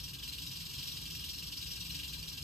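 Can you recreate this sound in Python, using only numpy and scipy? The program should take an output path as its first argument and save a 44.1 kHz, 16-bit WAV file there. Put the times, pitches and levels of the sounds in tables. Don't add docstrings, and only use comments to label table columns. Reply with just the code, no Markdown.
import sys
import numpy as np
from scipy import signal
from scipy.fft import rfft, irfft, next_fast_len
from scipy.io import wavfile
from scipy.ndimage import uniform_filter1d

SR = 44100
rng = np.random.default_rng(int(sys.argv[2]) if len(sys.argv) > 2 else 0)


def master_out(mix):
    frames = np.transpose(np.atleast_2d(mix))
    ceiling = np.clip(frames, -1, 1)
    pcm = np.round(ceiling * 32767).astype(np.int16)
    wavfile.write(sys.argv[1], SR, pcm)


N = 107163
SIZE = next_fast_len(N + SR // 2)
HZ = np.arange(SIZE // 2 + 1) * SR / SIZE

# (relative, per Hz)
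ROOM_COLOUR = [(12, -24), (20, -34), (60, 1), (107, -3.5), (146, -4), (213, -12.5), (301, -15.5),
               (367, -21.5), (447, -21), (653, -33), (1030, -20.5), (1500, -26.5), (1950, -33),
               (3300, -120)]
# pitch_hz, width_hz, level_db (over the rumble)
DUCT_HUMS = [(57, 28, 3.5), (137.5, 8.3, 7.5), (163.2, 9.2, 11.5), (286, 10.7, 10)]
# pitch_hz, likeness (0-1), left_minus_right_db, right_lead_rad
ROOM_PAIR = [(40.4, 0.93, .3, 0.0078), (147, 0.93, 2, 0.16), (380, 0.74, 1.5, 0.15), (600, 0.52, 2, 1.23),
             (940, 0.96, 3, 1.46), (1410, 0.9, 1, 1.63)]
# time_s, level_db (relative)
ROOM_WANDER = [(0, 0.5), (.4, 0), (.85, 1), (1.3, 0), (1.9, .6), (2.43, 0.5)]
# pitch_hz, level_db (relative)
SHELL_COLOUR = [(900, -68), (1200, -41), (1650, -17.5), (2000, -18), (2400, -10.5), (2800, -3), (3300, -2),
                (3900, -11.5), (4400, -3.5), (5300, -4.5), (5800, -13.5), (6250, -73), (6800, -52),
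                (7600, -60)]
# pitch_hz, level_db (relative)
EDGE_COLOUR = [(4000, -50), (5600, -12), (6200, -1), (7000, -1.5), (8000, 0), (8600, 2), (9500, -.7),
               (11000, -2), (13000, -3.7), (15300, -2.2)]
# pitch_hz, right_lead_half_turns
EDGE_PHASE = [(6300, 0), (7500, 0), (9250, 1), (10700, 1), (11900, 2), (13750, 2), (15200, 3)]
# pitch_hz, width_hz, level_db (relative), left_minus_right_db, right_lead_rad
RINGS = [(1611, 17.6, -9.5, 13, -9.5), (2404, 42, -12.5, 25.5, -1.7), (2818, 51, 2, -3.5, -1.3),
         (2933, 41, -17, 11, -4.5), (3105, 33, -9.5, -18, -5), (3255, 20, 0.5, -1, 6),
         (3630, 72, -0.5, -1, -3), (3860, 92, 3, 10, 4), (4120, 31, -2.6, 25.5, 0.5),
         (4620, 19, -5, 9, 4.3), (4780, 54, -5, 11, -0.3), (5032, 54, 3, 8.5, 2.05),
         (5607, 63, 4.5, 1.7, 2), (5866, 34, -1, -4, -0.5)]
SEGMENT_HZ = [2750, 3360, 4260, 5940]
# start_s, level_db (relative), small_minus_large_segments_db
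SHAKES = [(-0.012, -46, -2), (0.031, -45.0, 3.5), (0.076, -45.0, 0), (0.128, -45, -5.5), (0.182, -48, -2.5),
          (0.226, -44, -0.5), (0.273, -44, -0.5), (0.321, -44, -2), (0.375, -43.5, 1.5), (0.413, -43, -3.2),
          (0.46, -44, 2), (0.507, -43.5, 0), (0.555, -43, -3.5), (0.6, -44, -2), (0.648, -43, 2),
          (0.689, -45, -3.5), (0.729, -42, 2.8), (0.777, -43, -1.5), (0.821, -42.5, 3.8),
          (0.869, -42.5, 3.5), (0.91, -43.3, 3), (0.96, -43, 2.4), (1.007, -45, 0), (1.053, -42.5, -5.5),
          (1.098, -44, 2), (1.145, -42, 0), (1.189, -44, -3), (1.236, -42, -3.5), (1.284, -42.5, 3),
          (1.33, -44.3, 1.5), (1.375, -43, 2.5), (1.421, -44, -3), (1.461, -45, 4), (1.515, -43.5, -0.5),
          (1.563, -43, 3), (1.61, -42.5, -2.5), (1.656, -44.5, 0), (1.705, -42.5, 1.5),
          (1.752, -43.5, -0.5), (1.8, -44.5, 2.5), (1.847, -41.5, 1), (1.894, -43.5, -1),
          (1.941, -41.5, 0.5), (1.984, -43.5, -4), (2.029, -43, -7), (2.074, -43.7, 4.5),
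          (2.125, -42.5, -1.5), (2.177, -46, 3.5), (2.222, -44.5, 0), (2.273, -43, 5.5), (2.318, -45, -3),
          (2.367, -44, -2.5), (2.416, -44.5, 6)]
# time_s, depth (0-1)
THROB_DEPTH = [(0, 0.66), (.25, 0.61), (.5, .4), (1.0, 0.32), (1.3, 0.48), (1.8, 0.39), (2.43, .5)]
# start_s, level_db (before rise, glass and box), pitch_hz
KNOCKS = [(0.1865, -33.5, 3460), (0.2289, -32.5, 2970), (0.3237, -28, 4120), (0.3835, -35.5, 2834),
          (0.6534, -33, 5020), (0.7846, -27, 5140), (0.9652, -32, 4950), (1.0555, -31, 4680),
          (1.1932, -31.5, 5030), (1.2386, -32.5, 2900), (1.4262, -34, 4040), (1.5189, -36.5, 3010),
          (1.6182, -40, 4950), (1.7095, -43, 4800), (1.8512, -33, 3900), (1.8991, -29, 4180),
          (2.1345, -31, 4800), (2.2273, -31, 4660)]

ROOM_DB = -50.5
BOX_T60_S, BOX_LEFT_DB = 0.11, -0.5
BOX_DB, EDGE_BOX_DB, KNOCK_BOX_DB = 0.5, -2.5, -8
GLASS_HZ = 2210
KNOCK_T60_S, KNOCK_RISE_S = 0.046, 0.00092
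CLICKS_PER_S, CLICK_SCATTER_DB = 4520, 2
CLUSTERS_PER_S, CLUSTER_DB = 170, 1
ATTACK_S, HOLD_S, FALL_S = 0.0037, 0.011, 0.015
SEGMENT_OCTAVES, SEGMENT_LAG_S = 0.24, 0.0011
SEGMENT_JITTER_S, SEGMENT_SCATTER_DB = 0.002, 1.22
RINGS_DB, RING_SCATTER_DB = -3.5, 1.5
EDGE_DB, EDGE_THROB = -13, -0.24
EDGE_SPLIT_HZ = 10000
RATTLE_GAIN = 2.73
TOP_HZ = 15750


def undb(db):
    return 10 ** (np.asarray(db) / 20)


def along_hz(table, axis):
    rows = np.array(table)
    return np.interp(np.log(HZ + 1), np.log(rows[:, 0]), rows[:, axis])


def room():
    hums_db = sum(db / (1 + (2 * (HZ - hz) / width) ** 2) for hz, width, db in DUCT_HUMS)
    colour = undb(along_hz(ROOM_COLOUR, axis=1) + hums_db)
    shared, separate = rfft(rng.standard_normal((2, SIZE))) * colour
    like = np.clip(along_hz(ROOM_PAIR, axis=1), 0, 1)
    pan = undb(along_hz(ROOM_PAIR, axis=2) / 2)
    lead = np.exp(1j * along_hz(ROOM_PAIR, axis=3))
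    right = (like * shared + np.sqrt(1 - like ** 2) * separate) * lead
    noise = irfft(np.array([shared * pan, right / pan]), SIZE)[:, :N]
    wander_db = np.interp(np.arange(N) / SR, *np.array(ROOM_WANDER).T)
    return noise / noise.std() * undb(ROOM_DB + wander_db)


def box():
    t = np.arange(SR // 4) / SR
    tail = rng.standard_normal((2, len(t))) * np.exp(-np.log(1000) * t / BOX_T60_S)
    return rfft(tail / np.sqrt(np.sum(tail ** 2, axis=1, keepdims=True)), SIZE)


def knocks(shell):
    t = np.arange(SR // 10) / SR
    envelope = (1 - np.exp(-t / KNOCK_RISE_S)) * np.exp(-np.log(1000) * t / KNOCK_T60_S)
    ring = np.zeros(SIZE)
    for start_s, level_db, hz in KNOCKS:
        first = int(start_s * SR)
        ring[first:first + len(t)] += undb(level_db) * np.sin(2 * np.pi * hz * t) * envelope
    return rfft(ring) * shell * (1 + undb(KNOCK_BOX_DB) * box())


def clicks():
    chance, size, sign = rng.random(N), rng.exponential(size=N), rng.standard_normal(N)
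    hit = np.clip((CLICKS_PER_S / SR - chance) * SR / 300, 0, 1)
    impacts = hit * undb(CLICK_SCATTER_DB * np.minimum(size, 2)) * np.clip(sign, -2, 2)
    return impacts / impacts.std()


def walk(rate):
    hold = int(SR / rate)
    steps = np.repeat(rng.standard_normal(N // 100), hold)[:N]
    return 1.63 * uniform_filter1d(steps, hold)


def throb(force_db, late_s):
    t, starts = np.arange(N) / SR, np.array(SHAKES)[:, 0]
    joined = starts + late_s + SEGMENT_JITTER_S * rng.standard_normal(len(starts))
    since = t - joined[:, None]
    burst = np.clip(since / ATTACK_S, 0, 1) * np.exp(-np.clip(since - HOLD_S, 0, 1) / FALL_S)
    pulses = (undb(force_db) @ burst) / burst.sum(axis=0).mean()
    bed = undb(np.interp(t, starts + HOLD_S, force_db))
    depth = np.clip(np.interp(t, *np.array(THROB_DEPTH).T), 0, 1)
    return ((1 - depth) * bed + depth * pulses) * undb(CLUSTER_DB * walk(CLUSTERS_PER_S))


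def per_shake(values):
    shake = np.searchsorted(np.array(SHAKES)[:, 0], np.arange(N) / SR) - 1
    return values[np.maximum(shake, 0)]


def rings(segment, gain, side):
    total = 0
    for hz, width, db, pan_db, lead in RINGS:
        if np.argmin(np.abs(np.log(hz / np.array(SEGMENT_HZ)))) == segment:
            scatter_db = RING_SCATTER_DB * rng.standard_normal(len(SHAKES))
            struck = rfft(clicks() * gain * per_shake(undb(scatter_db)), SIZE)
            resonance = 1 / (1 + 1j * (HZ - hz) / width) ** 2
            stereo = undb(RINGS_DB + db + side * pan_db) * np.exp(-1j * side * lead)
            total = total + struck * stereo * resonance
    return total


def rattle():
    _, level_db, small_db = np.array(SHAKES).T
    side = np.array([[.5], [-.5]])
    shell = undb(along_hz(SHELL_COLOUR, axis=1) + side * BOX_LEFT_DB) / np.sqrt(1 + undb(2 * BOX_DB))
    reach = np.array([1 / (1 + (np.log2((HZ + 1) / hz) / SEGMENT_OCTAVES) ** 2) for hz in SEGMENT_HZ])
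    reach /= np.sqrt(np.sum(reach ** 2, axis=0))
    high = 1 / (1 + (EDGE_SPLIT_HZ / (HZ + 1)) ** 6)
    share = np.sqrt([1 - high, high]) / np.sqrt(2)
    leak = 1 / (1 + (GLASS_HZ / (HZ + 1)) ** 10)
    body, bright = 0, 0
    for k, place in enumerate(np.linspace(-.5, .5, len(SEGMENT_HZ))):
        force_db = level_db + SEGMENT_SCATTER_DB * rng.standard_normal(len(SHAKES))
        gain = throb(force_db + place * small_db, k * SEGMENT_LAG_S)
        hits = clicks()
        wet = undb(BOX_DB) * box() * leak
        body = body + reach[k] * rfft(hits * gain, SIZE) * shell * (1 + wet)
        body = body + rings(k, gain, side)
        edge = throb(force_db, k * SEGMENT_LAG_S)
        edge_hits = rfft(hits * edge * (edge / edge.mean()) ** EDGE_THROB, SIZE)
        bright = bright + edge_hits * (1 + undb(EDGE_BOX_DB) * box()[0]) * share[k % 2]
    right_lead = np.exp(-1j * side * np.pi * np.interp(HZ, *np.array(EDGE_PHASE).T))
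    bright = bright * undb(EDGE_DB + along_hz(EDGE_COLOUR, axis=1)) * right_lead
    return irfft(RATTLE_GAIN * (body + bright) + knocks(shell), SIZE)[:, :N]


def scene():
    return rattle() + room()


def record(dry):
    return signal.sosfilt(signal.ellip(16, .3, 70, TOP_HZ, fs=SR, output="sos"), dry)


dry = scene()
out = record(dry)
master_out(out)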